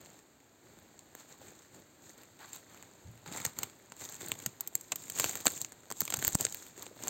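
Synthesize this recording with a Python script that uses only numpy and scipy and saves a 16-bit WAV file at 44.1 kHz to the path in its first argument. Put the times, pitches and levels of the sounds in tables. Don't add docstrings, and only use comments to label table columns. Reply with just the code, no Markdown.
import sys
import numpy as np
from scipy import signal
from scipy.fft import rfft, irfft
from scipy.io import wavfile
from scipy.ndimage import uniform_filter1d

SR = 44100
rng = np.random.default_rng(int(sys.argv[2]) if len(sys.argv) > 2 else 0)


def generate_wav(sig):
    pcm = np.round(np.clip(np.atleast_2d(sig).T, -1, 1) * 32767).astype(np.int16)
    wavfile.write(sys.argv[1], SR, pcm)


N = 312669

# start_s, crack_db, splinter_fizz_db, wood_knock_db, wood_pitch_hz, decay_ms
LOUD_TWIGS = [(.9918, -51.5, -58, -54, 2930, 1.3), (1.151, -55, -43.5, -42, 1130, 1),
              (1.4823, -66, -69, -45.5, 535, 4.8), (1.7444, -67, -69, -49.5, 825, 4.5),
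              (2.2336, -60, -54, -50.5, 1888, 1.7), (2.826, -52, -51, -45.5, 1410, 0.61),
              (3.276, -64, -61, -43, 1350, 3.9), (3.3158, -68, -69, -41, 700, 3.3),
              (3.372, -39.5, -44, -37, 1186, 6.6), (3.4503, -27.5, -25.5, -26.5, 2165, 2.7),
              (3.463, -32, -43, -38, 2390, 1.6), (3.588, -35, -30.5, -35.5, 1760, 2.1),
              (3.632, -30.5, -29.5, -28.5, 2810, 2.2), (3.9208, -59, -54, -39, 2110, 1.36),
              (4.285, -40, -37, -50, 2734, 0.49), (4.318, -35.5, -30.5, -24.5, 2060, 0.45),
              (4.4618, -28, -27, -28.5, 3660, 1.6), (4.6077, -36, -25, -43.5, 2310, 1.7),
              (4.6746, -39, -28.5, -46, 2400, 2.8), (4.7531, -29.5, -22, -36, 1840, 1.6),
              (4.8107, -45.5, -43, -54, 1810, 1.9), (4.9195, -30, -35, -24, 2315, 3.8),
              (4.9583, -38, -30, -40, 2980, 2.9), (5.099, -41.5, -32.5, -34.5, 5410, 2.1),
              (5.186, -35, -43, -35.5, 2050, 3.1), (5.1976, -25.5, -23, -23, 2260, 2.1),
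              (5.2425, -40, -27.5, -21.5, 2322, 0.94), (5.261, -43, -39, -34, 1420, 2.4),
              (5.3545, -38, -33, -32.5, 2133, 1.6), (5.4561, -35, -26, -26.5, 1387, 1),
              (5.4633, -27, -31, -27, 1490, 1.4), (5.4682, -25, -26, -17, 2700, 0.85),
              (5.479, -33, -30, -26.5, 1800, 1.4), (5.6156, -31.5, -34, -41, 2920, 0.96),
              (5.6474, -37.5, -47, -37.5, 2050, .7), (5.7211, -48, -51, -45, 1340, 1.5),
              (5.903, -42.5, -42, -36.5, 980, 2.1), (5.9135, -39, -40, -29.5, 950, 0.75),
              (5.923, -38.5, -39, -39.5, 1720, 0.78), (6.0057, -28.5, -18.5, -33, 1900, 2.9),
              (6.0173, -37, -35, -29.5, 1610, 0.87), (6.053, -41, -33.5, -43, 2250, 0.57),
              (6.0783, -46, -43, -31.5, 2860, 1.7), (6.103, -33.5, -31.5, -33, 2650, 2.2),
              (6.1241, -49, -41, -30.5, 1620, 0.87), (6.1398, -29, -29, -24, 1730, 2.1),
              (6.17, -36, -37, -41, 2500, 0.74), (6.1895, -38, -35, -37.5, 1037, 3.7),
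              (6.2252, -51.5, -32.5, -28, 1520, 2.7), (6.2488, -30.5, -24, -29.5, 1670, 0.33),
              (6.2695, -32, -30, -35, 3130, 5.8), (6.279, -31, -17, -29, 1420, 1.2),
              (6.348, -27.5, -40, -40, 1210, 2.6), (6.3523, -25.5, -26, -23, 730, 0.5),
              (6.4096, -30.5, -26, -32.5, 1440, 0.6), (6.4509, -23.5, -39, -28, 1600, 0.88),
              (6.467, -54, -43, -32, 3030, 0.73), (6.5243, -39, -41, -43, 3160, 1.2),
              (6.546, -37.5, -30, -39, 2700, 0.44), (6.666, -55, -47, -48, 2950, 0.63),
              (6.8652, -66, -61, -39.5, 1787, 1.6), (7.037, -37, -41, -39, 1215, 0.72),
              (7.0734, -39, -35, -33, 1320, 0.56), (7.0817, -31, -32, -35, 1070, 1)]
SMALL_MAX_PER_S, SMALL_HALF_RATE_DB, SMALL_SPREAD_DB = 22, -51, 1
SMALL_CRACK_DB, SMALL_FIZZ_DB, SMALL_WOOD_DB = 6, 6.5, 12.5
SMALL_HZ, SMALL_OCTAVES, SMALL_DECAY_MS = 1800, 0.25, 1.14

# start_s, swell_s, hold_s, needle_crackle_db, small_twig_crunch_db, soil_db
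SHOE_PRESSES = [(0, 0.0058, 0.18, -65, -64, -61), (0.623, 0.035, 0.19, -73, -68.5, -62),
                (1.149, 0.044, 0.014, -60.5, -59.5, -67), (1.261, 0.053, 0.0071, -61.5, -60, -63),
                (1.376, 0.041, 0.1, -63.5, -61.5, -58.5), (1.512, 0.056, 0.082, -67.5, -67, -73),
                (1.697, 0.05, 0.055, -67, -67, -58), (1.974, 0.098, 0.039, -62, -65, -62.5),
                (2.15, 0.041, 0.027, -65, -62.5, -63.5), (2.388, 0.023, 0.023, -62, -51, -64),
                (2.425, 0.054, .02, -62, -62.5, -74), (2.512, 0.022, 0.014, -52, -56.5, -64),
                (2.643, 0.068, 0.15, -68.5, -62.5, -66), (3.249, 0.018, 0.02, -59, -51.5, -55.5),
                (3.302, 0.034, 0.14, -51.5, -48.5, -52), (3.528, 0.072, 0.046, -56.5, -54, -53),
                (4.005, 0.007, 0.0083, -50, -54, -53.5), (3.936, 0.093, 0.13, -52.5, -56.5, -60.5),
                (4.168, 0.057, 0.11, -52, -53, -51), (4.351, 0.028, 0.098, -57, -59.5, -56.5),
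                (4.588, 0.017, 0.037, -67, -61.5, -78), (4.715, .03, 0.24, -63.5, -80, -75),
                (4.93, 0.075, .17, -55.5, -62.5, -61), (5.099, 0.12, 0.073, -41, -47, -48.5),
                (5.295, 0.039, 0.085, -51, -54.5, -56), (5.434, 0.037, 0.1, -47.5, -57, -54),
                (5.597, 0.0072, 0.0067, -49.5, -61, -57), (5.921, 0.088, 0.052, -51, -61, -69),
                (6.09, 0.044, .09, -50, -54, -53.5), (6.204, 0.032, 0.092, -46, -53, -52),
                (6.369, 0.037, 0.012, -41, -48.5, -45.5), (6.452, 0.022, 0.21, -54.5, -60.5, -64),
                (6.742, 0.076, 0.015, -52, -54.5, -57), (6.92, 0.16, .02, -52.5, -51, -48.5)]
PRESS_SAG_DB_PER_S, PRESS_RELEASE_DB_PER_S, PRESS_SWELL_POWER = 26, 223, 1.31
IDLE_CRACKLE_DB, IDLE_CRUNCH_DB, IDLE_SOIL_DB = -71.5, -68, -65.5
# time_s, relative_level_db
STIRRING_CURVE = [(0, -1.5), (.35, -3.5), (.6, -3), (.8, 0), (1.9, -1), (2.8, 2), (3.15, 1), (3.8, 1.5),
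                  (7, 2)]

# frequency_hz, relative_level_db
NEEDLE_SPECTRUM = [(3500, -62), (4400, -3.5), (5000, 0.5), (7000, 1.5), (10000, -7.5), (13000, -0.5),
                   (16000, -5)]
SPLINTER_SPECTRUM = [(1500, -41), (2300, 0.5), (3000, -2.5), (3800, 1.5), (4600, 1), (5500, -8),
                     (8000, -57)]
SMALL_TWIG_SPECTRUM = [(300, -31), (600, -12), (800, 2.5), (1200, 1), (1900, -1.5), (2400, -7),
                       (3300, -16.5), (6000, -35)]
SOIL_SPECTRUM = [(20, -24), (50, -20), (90, 1.5), (140, -0.5), (210, -1.5), (300, 0.5), (450, -3.5),
                 (620, -4), (900, -15), (2000, -47.5)]

# start_s, level_db, pitch_hz, decay_s
GROUND_THUDS = [(.775, -58, 85, 0.019), (3.048, -48, 85.2, 0.028), (3.075, -48.5, 113.7, 0.06),
                (3.272, -42, 166, 0.017), (3.313, -41, 209, 0.012), (3.466, -37, 133, 0.0092),
                (4.46, -35.5, 125, 0.015), (5.249, -43, 134.6, 0.021), (6.019, -38.5, 161, .01),
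                (6.178, -40, 127, 0.016), (6.275, -27.5, 100, 0.0048), (6.351, -15, 125, 0.003),
                (6.778, -45, 386, 0.0089), (6.866, -43, 375, .006), (6.91, -43, 374, 0.0066)]
DROP_DB, DROP_HZ, DROP_DECAY_S, DROP_DELAY_S = -18.5, 125, 0.012, 0.0019

# frequency_hz, relative_level_db
AIR_SPECTRUM = [(20, -34), (50, 7), (90, -2.5), (330, 10.5), (500, 0.5), (800, -0.5), (1300, -2),
                (3000, -13), (8000, -21), (16000, -19)]
# frequency_hz, gain_db
MICROPHONE_SHELVES = [(4650, 0), (4800, -5.5), (6000, -4), (6200, 4), (8480, 3), (8650, -6), (11300, -11.5),
                      (11600, 0), (12700, -2), (15700, 2)]
# frequency_hz, width_hz, gain_db
MICROPHONE_PEAKS = [(1200, 420, -2.5), (6760, 500, 3.5), (7310, 690, 3.5), (7532, 220, 7.5), (8380, 330, 6)]
EDGE_HZ = 16050


def amp(db):
    return 10 ** (np.asarray(db) / 20)


def evened(x):
    return x / np.sqrt(np.mean(x ** 2) + 1e-20)


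def read(points, hz):
    point_hz, db = np.transpose(points)
    return np.interp(np.log(hz + 1), np.log(point_hz + 1), db)


def add(mix, start_s, sound):
    part = mix[max(round(start_s * SR), 0):][:len(sound)]
    part += sound[:len(part)]


def colour(x, db_at, size=4096):
    log_gain = np.log(amp(db_at(abs(np.fft.fftfreq(size, 1 / SR)))))
    taps = np.fft.ifft(np.exp(np.conj(signal.hilbert(log_gain)))).real
    return signal.oaconvolve(x, taps[:size // 2])[:len(x)]


def band(x, lo_hz, hi_hz):
    edges = np.clip([lo_hz, hi_hz], 10, SR / 2 - 100)
    return signal.sosfilt(signal.butter(3, edges, "band", fs=SR, output="sos"), x)


def burst_at(x, db):
    return amp(db) * x / np.sqrt(np.sum(x ** 2) / (SR / 1000) + 1e-20)


def snap(crack_db, fizz_db, wood_db, wood_hz, decay_ms, rise_ms=0.059, break_ms=0.15, octaves=0.84, ring=1.83):
    ms = np.arange(SR // 20) * 1000 / SR
    noise = rng.standard_normal((4, len(ms)))
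    decay_ms = max(decay_ms, 0.3)
    onset = 1 - np.exp(-ms / rise_ms)
    dying = onset * np.exp(-ms / decay_ms)
    tearing = dying + 0.59 * np.exp(-(ms / break_ms - 2) ** 2)
    crack = burst_at(band(tearing * noise[0], 4150, 9100), crack_db + 2.0)
    fizz = burst_at(band(tearing * noise[1], 11640, 15400), fizz_db + 0.73)

    def stick_db(hz):
        hump = 8 * np.exp(-0.5 * (np.log2((hz + 1) / wood_hz) / octaves) ** 2)
        return hump - 2.6 * np.log2(1 + hz / wood_hz)

    knock = band(colour(dying * noise[2], stick_db, size=512), 137, 9700)
    knock = burst_at(knock, wood_db + 0.32)
    ringing = onset * np.exp(-ms / (ring * decay_ms))
    bending = burst_at(band(ringing * noise[3], 160, wood_hz / 2), wood_db - 7)
    return crack + fizz + knock + bending


def twigs():
    out = np.zeros(N)
    for start_s, *twig in LOUD_TWIGS:
        add(out, start_s, snap(*twig))
    return out


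def small_twigs(crackle_db, crunch_db, count=320):
    out = np.zeros(N)
    place, luck = rng.random((count, 2)).T
    character = np.clip(rng.standard_normal((count, 4)), -1.5, 1.5)
    for k, (strength, bright, woody, pitch) in enumerate(character):
        at = int((k + place[k]) / count * (N - 1))
        per_s = SMALL_MAX_PER_S / (1 + amp(SMALL_HALF_RATE_DB - crackle_db[at]))
        if luck[k] < per_s * N / SR / count:
            db = crackle_db[at] + SMALL_SPREAD_DB * strength
            crack_db = db + SMALL_CRACK_DB
            fizz_db = db + SMALL_FIZZ_DB + SMALL_SPREAD_DB * bright
            wood_db = crunch_db[at] + SMALL_WOOD_DB + SMALL_SPREAD_DB * woody
            wood_hz = SMALL_HZ * 2 ** (SMALL_OCTAVES * pitch)
            add(out, at / SR, snap(crack_db, fizz_db, wood_db, wood_hz, SMALL_DECAY_MS))
    return out


def pressed(levels_db, idle_db):
    t = np.arange(N) / SR
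    power = amp(idle_db + np.interp(t, *np.transpose(STIRRING_CURVE))) ** 2
    age = t[:SR]
    for (start_s, swell_s, hold_s, *_), db in zip(SHOE_PRESSES, levels_db):
        rise = np.minimum(age / max(swell_s, 0.005), 1) ** PRESS_SWELL_POWER
        sag_db = PRESS_SAG_DB_PER_S * np.maximum(age - swell_s, 0)
        release_db = PRESS_RELEASE_DB_PER_S * np.maximum(age - swell_s - hold_s, 0)
        add(power, start_s, (rise * amp(db - sag_db - release_db)) ** 2)
    return 10 * np.log10(power)


def tread():
    *_, crackle, crunch, soil = np.transpose(SHOE_PRESSES)
    return pressed(crackle, IDLE_CRACKLE_DB), pressed(crunch, IDLE_CRUNCH_DB), pressed(soil, IDLE_SOIL_DB)


def grains(per_s, spread_db, decay_ms, clump_db, count=32):
    breaks_now = rng.random(N) < per_s / SR
    size = amp(spread_db * np.minimum(rng.exponential(1, N), 3.2)) * breaks_now
    clumps = evened(uniform_filter1d(rng.standard_normal(N), size=350))
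    size = size * amp(clump_db * clumps)
    kind = rng.integers(0, count, N)
    ms = np.arange(SR // 100) * 1000 / SR
    out = np.zeros(N)
    for k, hz in enumerate(np.geomspace(350, 15000, count)):
        life_ms = decay_ms * (4000 / hz) ** 0.11
        burst = rng.standard_normal(len(ms)) * np.exp(-ms / life_ms)
        burst = band(burst, hz / 1.454, hz * 1.69) + 0.19 * burst
        out += signal.oaconvolve(size * (kind == k), burst / np.sqrt(life_ms))[:N]
    spectrum = rfft(out)
    smooth_power = abs(uniform_filter1d(abs(spectrum) ** 2, size=1500))
    return evened(irfft(spectrum / np.sqrt(smooth_power + 1e-9), N))


def litter_layer(fractures, spectrum, level_db, grainy, soft_db):
    share = np.clip(grainy / (1.5 + np.exp((soft_db - level_db) / 5)), 0, 1)
    drive = np.sqrt(share) * fractures + np.sqrt(1 - share) * rng.standard_normal(N)
    sound = colour(drive, lambda hz: read(spectrum, hz))
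    running_power = abs(uniform_filter1d(sound ** 2, size=2400))
    return amp(level_db) * sound / np.sqrt(running_power + 1e-12)


def litter(crackle_db, crunch_db, soil_db):
    fractures = grains(per_s=1150, spread_db=5.5, decay_ms=0.51, clump_db=3.5)
    splinter_db = (crackle_db + crunch_db) / 2 - 2.0
    needles = litter_layer(fractures, NEEDLE_SPECTRUM, crackle_db + 1.2, grainy=0.98, soft_db=-68)
    splinters = litter_layer(fractures, SPLINTER_SPECTRUM, splinter_db, grainy=1.0, soft_db=-67.5)
    sticks = litter_layer(fractures, SMALL_TWIG_SPECTRUM, crunch_db - 0.4, grainy=1.0, soft_db=-64)
    soil = litter_layer(fractures, SOIL_SPECTRUM, soil_db + 0.25, grainy=0.9, soft_db=-60)
    return needles + splinters + sticks + soil


def thuds(rise_s=0.0018, rumble=0.74):
    t = np.arange(SR // 4) / SR
    out = np.zeros(N)
    drops = [(start_s + DROP_DELAY_S, (crack_db + wood_db) / 2 + DROP_DB, DROP_HZ, DROP_DECAY_S)
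             for start_s, crack_db, _, wood_db, *_ in LOUD_TWIGS]
    for start_s, db, hz, decay_s in [*GROUND_THUDS, *drops]:
        loose_soil = evened(band(rng.standard_normal(len(t)), hz / 1.73, hz * 1.63))
        swing = np.sin(2 * np.pi * hz * t) + rumble * loose_soil
        envelope = (1 - np.exp(-t / rise_s)) * np.exp(-t / decay_s)
        add(out, start_s, amp(db) * swing * envelope)
    return out


def scatter(x, db, t60_s, delay_s):
    t = np.arange(SR // 2) / SR
    tail = band(rng.standard_normal(len(t)), 200, 14000) * (t > delay_s) * 1000 ** (-t / t60_s)
    return amp(db) * signal.oaconvolve(x, tail / np.linalg.norm(tail))[:N]


def forest_air():
    return amp(-68.5) * evened(colour(rng.standard_normal(N), lambda hz: read(AIR_SPECTRUM, hz)))


def scene():
    crackle_db, crunch_db, soil_db = tread()
    breaks = twigs() + small_twigs(crackle_db, crunch_db)
    underfoot = litter(crackle_db, crunch_db, soil_db) + thuds()
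    ground = scatter(breaks, db=-18.5, t60_s=0.027, delay_s=0.0035)
    trunks = scatter(breaks, db=-29, t60_s=1.0, delay_s=0.0092)
    return (breaks + underfoot + ground + trunks + forest_air())[None]


def microphone_db(hz):
    peaks_db = sum(db / (1 + (2 * (hz - peak_hz) / width_hz) ** 2)
                   for peak_hz, width_hz, db in MICROPHONE_PEAKS)
    return read(MICROPHONE_SHELVES, hz) + peaks_db


def record(dry, low_cut_hz=30):
    hz = np.fft.rfftfreq(2 * N, 1 / SR)
    gain = amp(microphone_db(hz)) * hz / np.hypot(hz, low_cut_hz)
    heard = irfft(rfft(dry[0], 2 * N) * gain)[:N]
    low_pass = signal.firwin(201, EDGE_HZ, window=("kaiser", 8), fs=SR)
    return signal.oaconvolve(heard, low_pass, "same")[None]


dry = scene()
out = record(dry)
generate_wav(out)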